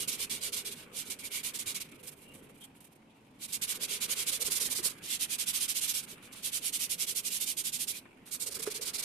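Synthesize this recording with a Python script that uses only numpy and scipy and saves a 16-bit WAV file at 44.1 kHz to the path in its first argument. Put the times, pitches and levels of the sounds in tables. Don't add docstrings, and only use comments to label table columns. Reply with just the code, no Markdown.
import sys
import numpy as np
from scipy import signal
from scipy.fft import rfft, irfft
from scipy.io import wavfile
from scipy.ndimage import uniform_filter1d

SR = 44100
rng = np.random.default_rng(int(sys.argv[2]) if len(sys.argv) > 2 else 0)


def int16_out(signal):
    q = np.round(np.clip(np.atleast_2d(signal).T, -1, 1) * 32767)
    wavfile.write(sys.argv[1], SR, q.astype(np.int16))


N = 398663
TIME = np.arange(N) / SR
BINS = np.fft.rfftfreq(N, 1 / SR)
FRAME, HOP = 512, 128
FRAMING = dict(nperseg=FRAME, noverlap=FRAME - HOP)
FULL_DB = -31.5
# time_s, rasp_pitch_factor, ring_vs_rasp_db, comb_db, rasp_vs_hiss_db
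CONTACT = [(0, 1.01, -9, 4.5, -6.5), (.58, 1.08, -3, 6.5, -6), (.9, 0.98, -10, 2, -8.5),
           (1.1, 1.16, -4, 1.5, -7.5), (1.36, 1, -6, 3.5, -8), (1.6, 1.04, -8, 4.5, -8),
           (1.85, 1.08, 0, 6, -5), (2.1, 1.04, 0, 5, -15), (2.9, 0.91, -7, 4, -16),
           (3.42, 1.07, -6, 4, -10.5), (3.8, 1.05, -6, 5.5, -5.5), (4.4, 1.01, -7.5, 3, -7.5),
           (4.85, 1.22, -8.5, 7, -10), (5.15, 0.96, -16, 2, -6), (5.9, 0.96, -17, 3, -7),
           (6.25, 1.1, -16, 3, -10.5), (6.6, 0.93, -19, 2, -7.5), (7.6, 0.98, -12, 5.5, -10),
           (7.95, 1.04, -19, -3, -7), (8.33, 1.29, -6, 2.5, -12.5), (8.65, 1.4, -6, 2.5, -5.5),
           (9.04, 1.3, -6.5, 2, -5.5)]


def sandpaper(effort, rasping):
    # frequency_hz, gain_db
    hiss_colour = [(900, -58), (2000, -39), (3500, -12.5), (5000, -6), (6000, -4), (7200, -2), (8500, 1.45),
                   (10000, 1.5), (11200, -0.5), (12500, -2.5), (14300, -7)]
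    skim_colour = [(900, -13), (3000, -12), (5000, -20), (7500, -5.5), (8700, 0), (10500, -0.5),
                   (14300, -6)]
    # pitch_hz, width_hz, gain_db
    wall_modes = [(1060, 180, -8), (1484, 55, -9), (2170, 260, -1), (2355, 120, 2), (2820, 120, 3),
                  (3290, 190, -6.5), (3970, 250, -8)]
    firm_db = -47.5
    times, _, ring_db, _, rasp_db = np.transpose(CONTACT)
    hiss_level = gain_of(FULL_DB) * effort
    rasp_level = gain_of(FULL_DB + np.interp(TIME, times, rasp_db)) * rasping
    grip = gain_of(.5 * wander(rate_hz=70) + .35 * wander(rate_hz=500))
    grains = grit(per_s=12000, spread_db=2, bed=1.3)
    scrape = shaded(grains, depth_db=2.14, width_hz=240, hold_s=0.029)
    firm = hiss_level ** 2 / (hiss_level ** 2 + gain_of(firm_db) ** 2)
    hiss = firm * radiate(scrape, tone(hiss_colour))
    hiss += (1 - firm) * radiate(scrape, tone(skim_colour))
    rub = shaded(grains, depth_db=1.5, width_hz=200, hold_s=0.11)
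    rasp = radiate(under_fingers(rub, gap_ms=1.724, travel_ms=0.251), 1)
    modes = sum(gain_of(db) * peak(hz, width) for hz, width, db in wall_modes)
    wall = radiate(shaded(noise(), depth_db=1, width_hz=180, hold_s=0.16), modes)
    ring = gain_of(np.interp(TIME, times, ring_db))
    body = (rasp + ring * wall) / np.sqrt(1 + ring ** 2)
    return grip * (gain_of(0.81) * hiss_level * hiss + gain_of(-0.6) * rasp_level * body)


def under_fingers(x, gap_ms, travel_ms):
    # frequency_hz, gain_db
    rasp_colour = [(500, -20), (1000, -23.5), (1750, -15.5), (2100, -7.5), (2400, -3), (2800, 0.5),
                   (3300, 2.5), (4000, -0.5), (5000, -5), (7000, -10), (12000, -42)]
    hz, t, spectra = signal.stft(x, SR, **FRAMING)
    times, pitch, _, comb_db, _ = np.transpose(CONTACT)
    colour_db = read(rasp_colour, hz[:, None] / np.interp(t, times, pitch))
    echo_s = (gap_ms + travel_ms * np.interp(t, TIME, wander(rate_hz=6))) / 1000
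    colour_db += np.interp(t, times, comb_db) * np.cos(2 * np.pi * hz[:, None] * echo_s)
    return signal.istft(spectra * gain_of(colour_db), **FRAMING)[1][:, :N]


def stroking():
    # start_s, length_s, level_db, top_speed_at_share
    strokes = [(-0.005, 0.073, -35.0, 0.29), (0.074, 0.046, -31.5, 0.33), (0.107, 0.079, -36.5, 0.28),
               (0.166, 0.1, -34, 0.59), (0.296, 0.12, -36.0, 0.19), (0.402, 0.11, -35.5, 0.45),
               (0.519, 0.054, -35, 0.4), (0.561, 0.079, -36, 0.21), (0.646, 0.074, -38, 0.32),
               (0.693, 0.058, -41.5, 0.59), (0.743, 0.13, -51, 0.4), (0.907, 0.14, -38, 0.63),
               (1.02, 0.086, -47.5, 0.67), (1.098, 0.063, -36.5, 0.21), (1.187, 0.069, -46, 0.2),
               (1.229, 0.066, -39.5, 0.46), (1.302, 0.13, -36.5, 0.42), (1.429, 0.097, -35.5, 0.34),
               (1.533, 0.062, -37.5, 0.38), (1.587, 0.061, -36, 0.22), (1.656, 0.092, -35.5, 0.35),
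               (1.743, 0.057, -36.0, 0.29), (1.798, 0.042, -37.5, 0.4), (1.908, 0.023, -56, 0.6),
               (2.028, 0.069, -50.5, 0.23), (2.061, 0.049, -41.5, 0.45), (2.105, 0.045, -51.5, 0.5),
               (2.164, 0.12, -59.5, 0.56), (2.335, 0.055, -53, 0.24), (2.597, 0.04, -53.5, 0.5),
               (2.63, 0.036, -48.5, 0.45), (2.804, 0.037, -54.5, 0), (2.84, 0.027, -53.5, 0.35),
               (3.363, 0.11, -40, 0.74), (3.473, 0.079, -47, 0.38), (3.52, 0.063, -32, 0.38),
               (3.612, 0.058, -31.5, 0.38), (3.661, 0.087, -33, 0.56), (3.734, 0.05, -40.5, 0.5),
               (3.788, 0.084, -34, 0.6), (3.869, 0.132, -35.5, 0.47), (3.998, 0.077, -32.0, 0.48),
               (4.066, 0.084, -30.5, 0.66), (4.136, 0.12, -33.0, 0.58), (4.249, 0.067, -29.5, 0.61),
               (4.311, 0.083, -32, 0.33), (4.388, 0.054, -31.0, 0.63), (4.432, 0.069, -31.5, 0.52),
               (4.495, 0.064, -30.0, 0.51), (4.544, 0.056, -30, 0.42), (4.594, 0.07, -30.5, 0.36),
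               (4.642, 0.054, -31.5, 0.33), (4.686, 0.065, -31.5, 0.57), (4.744, 0.082, -33.5, 0.34),
               (4.821, 0.074, -28, 0.53), (4.874, 0.056, -43, 0.6), (5.017, 0.109, -45, 0.4),
               (5.057, 0.13, -33.5, 0.59), (5.187, 0.084, -32.0, 0.48), (5.274, 0.099, -33.5, 0.58),
               (5.38, 0.078, -32, 0.36), (5.455, 0.075, -30.5, 0.5), (5.522, 0.085, -31, 0.48),
               (5.593, 0.084, -30.5, 0.42), (5.677, 0.067, -30.5, 0.36), (5.734, 0.077, -31, 0.53),
               (5.805, 0.086, -31, 0.35), (5.864, 0.074, -31, 0.5), (5.932, 0.098, -32.0, 0.34),
               (5.991, 0.068, -46, 0.75), (6.065, 0.097, -47.5, 0.47), (6.2, 0.097, -56.5, 0.55),
               (6.314, 0.041, -46, 0.53), (6.351, 0.12, -50.5, 0.13), (6.421, 0.094, -33.5, 0.45),
               (6.512, 0.091, -31, 0.49), (6.59, 0.124, -33, 0.64), (6.72, 0.071, -30.5, 0.43),
               (6.781, 0.1, -31.5, 0.46), (6.89, 0.076, -31.5, 0.4), (6.972, 0.092, -31.5, 0.53),
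               (7.062, 0.084, -32.5, 0.4), (7.145, 0.076, -31.5, 0.43), (7.219, 0.083, -32, 0.65),
               (7.274, 0.13, -33.5, 0.58), (7.395, 0.069, -31.5, 0.41), (7.45, 0.1, -32.5, 0.45),
               (7.565, 0.071, -32.0, 0.36), (7.634, 0.082, -32.0, 0.41), (7.718, 0.077, -33, 0.38),
               (7.78, 0.08, -32.5, 0.48), (7.868, 0.073, -33.5, 0.38), (7.922, 0.089, -43, 0.51),
               (8.254, 0.066, -51.5, 0.34), (8.307, 0.077, -35.5, 0.39), (8.392, 0.07, -34.5, 0.44),
               (8.454, 0.047, -35.5, 0.47), (8.492, 0.052, -41, 0.64), (8.54, 0.048, -37.5, 0.32),
               (8.585, 0.036, -41, 0.46), (8.616, 0.038, -36.5, 0.43), (8.652, 0.051, -42.5, 0.39),
               (8.696, 0.044, -39, 0.45), (8.739, 0.061, -38.5, 0.32), (8.808, 0.049, -37, 0.38),
               (8.841, 0.079, -37, 0.48), (8.929, 0.053, -35.5, 0.48), (8.974, 0.048, -35, 0.48),
               (9.018, 0.041, -36.5, 0.45)]
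    usual_s, rasp_exponent = 0.094, 0.73
    effort_power, rasp_power = np.zeros((2, N))
    for start, length, db, top in list(strokes) + brushes():
        span, shape = swing(start, length, top)
        push = gain_of(db - FULL_DB) * shape
        long_stroke_db = 1.5 * np.log2(length / usual_s)
        effort_power[span] += push ** 2
        rasp_power[span] += (push ** rasp_exponent * gain_of(long_stroke_db)) ** 2
    return np.sqrt(effort_power), np.sqrt(rasp_power)


def swing(start, length, top):
    span = slice(*np.searchsorted(TIME, [start, start + length]))
    progress = np.clip((TIME[span] - start) / length, 0, 1)
    skew = np.log(.5) / np.log(np.clip(top, .1, .9))
    speed = abs(np.sin(np.pi * progress ** skew))
    return span, speed ** 1.64


def brushes():
    # start_s, end_s, level_db
    regrips = [(1.834, 2.02, -59), (2.16, 2.62, -60.5), (2.739, 2.99, -62.5), (3.094, 3.39, -74.5),
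               (4.91, 4.98, -57)]
    usual_s = 0.0466
    rows = []
    for start, end, db in regrips:
        for stretch, top in rng.uniform([.5, .2], [1.5, .8], (20, 2)):
            length = stretch * usual_s
            if start + length / 2 < end:
                rows.append((start, length, db, top))
            start += length
    return rows


def grit(per_s, spread_db, bed):
    sizes = gain_of(spread_db * np.minimum(rng.exponential(1, N), 4))
    catches = rng.random(N) < per_s / SR
    return evened(sizes * catches * noise()) + bed * noise()


def shaded(x, depth_db, width_hz, hold_s):
    spectra = signal.stft(x, **FRAMING)[2]
    ripple = rng.standard_normal(spectra.shape)
    for axis, span in ((1, width_hz * FRAME / SR), (2, hold_s * SR / HOP)):
        for _ in range(2):
            ripple = uniform_filter1d(ripple, max(round(span), 1), axis)
    spectra *= gain_of(depth_db * evened(ripple))
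    return evened(signal.istft(spectra, **FRAMING)[1][:, :N])


def hands(effort):
    # time_s, drag_db, hollow_db, rocking_db
    handling = [(0, -53, -58.5, -58.5), (.55, -56, -57, -59), (.88, -56, -60.5, -63.5),
                (1.08, -57.5, -58, -62.5), (1.65, -54, -61.5, -59), (2.15, -62, -62.5, -64),
                (2.45, -60, -61.5, -60), (3.08, -70.5, -82, -71), (3.35, -67, -74, -65.5),
                (3.75, -53, -59.5, -59), (4.25, -51, -56.5, -62.5), (4.7, -49, -55, -57),
                (5.2, -55, -70.5, -61), (6.3, -54, -65, -62), (7.5, -61.5, -65, -62.5),
                (8.18, -63, -69.5, -63), (8.66, -52.5, -52.5, -63), (9.04, -51, -60.5, -73)]
    # frequency_hz, gain_db
    drag_colour = [(300, -2.5), (750, -8.5), (1050, 1.5), (1450, 4), (1800, 0.5), (2350, 6.5), (3100, 0.5),
                   (4000, -13), (5500, -21.5), (9000, -9), (14000, -17.5)]
    hollow_colour = [(30, -27), (70, -5), (150, -13), (310, -7.5), (410, 4), (510, 1.5), (620, -5.5),
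                     (800, -14.5), (1500, -26), (4000, -58)]
    rocking_colour = [(20, -12), (50, -13.5), (100, -5), (150, 1), (240, 2), (320, -3), (500, -14.5),
                      (1000, -47)]
    times, *levels = np.transpose(handling)
    drag_db, hollow_db, rocking_db = (np.interp(TIME, times, level) for level in levels)
    motion = np.hypot(effort, 0.17)
    snags = grit(per_s=2500, spread_db=2.8, bed=1.1)
    crinkle = shaded(snags, depth_db=3.0, width_hz=250, hold_s=0.047)
    drag = radiate(crinkle, tone(drag_colour)) * motion ** 0.21
    drag *= gain_of(drag_db + 2.05 * wander(rate_hz=56))
    murmur = shaded(noise(), depth_db=4.0, width_hz=90, hold_s=0.07)
    hollow = radiate(murmur, tone(hollow_colour)) * motion ** 0.17
    hollow *= gain_of(hollow_db + 2.4 * wander(rate_hz=24))
    rocking = radiate(noise(), tone(rocking_colour))
    rocking *= np.hypot(gain_of(rocking_db + 1.8 * wander(rate_hz=9.8)), thuds(swell_s=0.013))
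    return drag + hollow + rocking


def bumps(t60_s, swell_s, tap_s):
    # start_s, pitch_hz, bonk_db, tap_db
    knocks = [(4.419, 480, -41, -46), (4.481, 405, -39, -60), (4.612, 466, -40, -51),
              (4.787, 430, -39, -46), (4.797, 350, -37, -67), (4.856, 447, -43, -50),
              (8.055, 402, -62, -51.5), (8.597, 445, -38, -60), (8.666, 462, -40, -41.5),
              (8.673, 426, -23.5, -46), (8.75, 420, -41, -61), (8.794, 456, -40, -62)]
    # frequency_hz, gain_db
    tap_colour = [(250, -16), (550, 0), (950, 6), (1500, 7), (2400, 5), (4000, -12), (12000, -48)]
    out, t = np.zeros((2, N)), TIME[:SR // 5]
    fade = ease(t / swell_s) * gain_of(-60 * t / t60_s)
    to_right = gain_of([[-2], [3]])
    tap_noise = radiate(noise(), tone(tap_colour))
    for start, hz, bonk_db, tap_db in knocks:
        add(out, start, gain_of(bonk_db) * fade * np.sin(2 * np.pi * hz * t) * to_right)
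        tap = np.exp(-t / tap_s) * tap_noise[:, round(start * SR):][:, :len(t)]
        add(out, start, gain_of(tap_db) * tap)
    return out


def squeaks():
    # centre_s, length_s, pitch_hz, width_hz, level_db
    slips = [(1.245, .06, 2300, 150, -47), (1.36, 0.14, 2260, 170, -47), (2.298, 0.14, 2800, 120, -60),
             (2.634, 0.058, 3250, 260, -53.5), (3.112, 0.037, 3400, 900, -70),
             (6.24, 0.055, 3630, 450, -66), (7.953, .08, 2470, 260, -50.5)]
    out, friction = np.zeros((2, N)), noise()
    for centre, length, hz, width, db in slips:
        swell = ease(1 - 2 * abs(TIME - centre) / length) ** .5
        out += gain_of(db) * swell * radiate(friction, peak(hz, width))
    return out


def thuds(swell_s):
    # start_s, level_db
    settlings = [(.06, -60), (1.92, -53), (2.34, -58), (8.21, -56)]
    level = np.zeros(N)
    for start, db in settlings:
        age = np.maximum(TIME - start, 0) / swell_s
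        level += gain_of(db) * age * np.exp(1 - age)
    return level


def reflections(x, t60_s):
    t = TIME[:SR // 3]
    tail = rng.standard_normal((2, len(t))) * gain_of(-60 * t / t60_s) * (t > .003)
    return signal.fftconvolve(x, tail / np.linalg.norm(tail[0]), axes=1)[:, :N]


def room():
    # frequency_hz, gain_db
    room_colour = [(20, -24), (45, -13), (80, -16.5), (130, -5.5), (190, -3.5), (250, 0.5), (320, -5.5),
                   (450, -10), (600, -13), (950, -11), (1300, -22), (3000, -25.5), (5500, -31.5),
                   (14000, -42)]
    return radiate(noise(), tone(room_colour))


def radiate(drive, colour):
    # frequency_hz, correlation
    likeness = [(100, 0.96), (250, 0.96), (500, 0.66), (1000, 0.081), (2300, 0.3), (4000, 0.14), (14000, 0)]
    # frequency_hz, left_minus_right_db
    balance = [(130, 0), (260, -1), (500, 1), (1100, -1.5), (2300, 1), (3300, 1), (4500, -2.5), (6000, -7),
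               (8500, -11.5), (10500, -10), (13000, -8)]
    left, unrelated = rfft(drive)
    same = read(likeness, BINS)
    pair = np.array([left, same * left + np.sqrt(1 - same ** 2) * unrelated])
    sides = gain_of(np.array([[.5], [-.5]]) * read(balance, BINS))
    sides /= np.sqrt(np.mean(sides ** 2, 0))
    return evened(irfft(pair * colour * sides, N))


def gain_of(db):
    return 10 ** (np.asarray(db) / 20)


def evened(x):
    return x / np.sqrt(np.mean(x ** 2) + 1e-20)


def read(points, hz):
    frequencies, values = np.transpose(points)
    return np.interp(np.log(hz + 1), np.log(frequencies + 1), values)


def tone(points):
    return gain_of(read(points, BINS))


def peak(hz, width_hz):
    return 1 / (1 + ((BINS - hz) / width_hz * 1.3) ** 2)


def add(mix, start_s, sound):
    part = mix[:, max(round(start_s * SR), 0):][:, :sound.shape[-1]]
    part += sound[..., :part.shape[1]]


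def wander(rate_hz):
    return evened(irfft(rfft(rng.standard_normal(N)) / (1 + (BINS / rate_hz) ** 4), N))


def noise():
    return rng.standard_normal((2, N))


def ease(u):
    return np.sin(np.pi / 2 * np.clip(u, 0, 1)) ** 2


def scene():
    effort, rasping = stroking()
    work = sandpaper(effort, rasping) + hands(effort) + squeaks()
    work += bumps(t60_s=0.067, swell_s=0.0036, tap_s=0.012)
    return work + gain_of(-18) * reflections(work, t60_s=0.22) + gain_of(-61.5) * room()


def record(dry):
    edge_hz = 14350
    lowpass = signal.firwin(401, edge_hz, window=("kaiser", 8), fs=SR)
    return signal.oaconvolve(dry, lowpass[None], "same")


dry = scene()
out = record(dry)
int16_out(out)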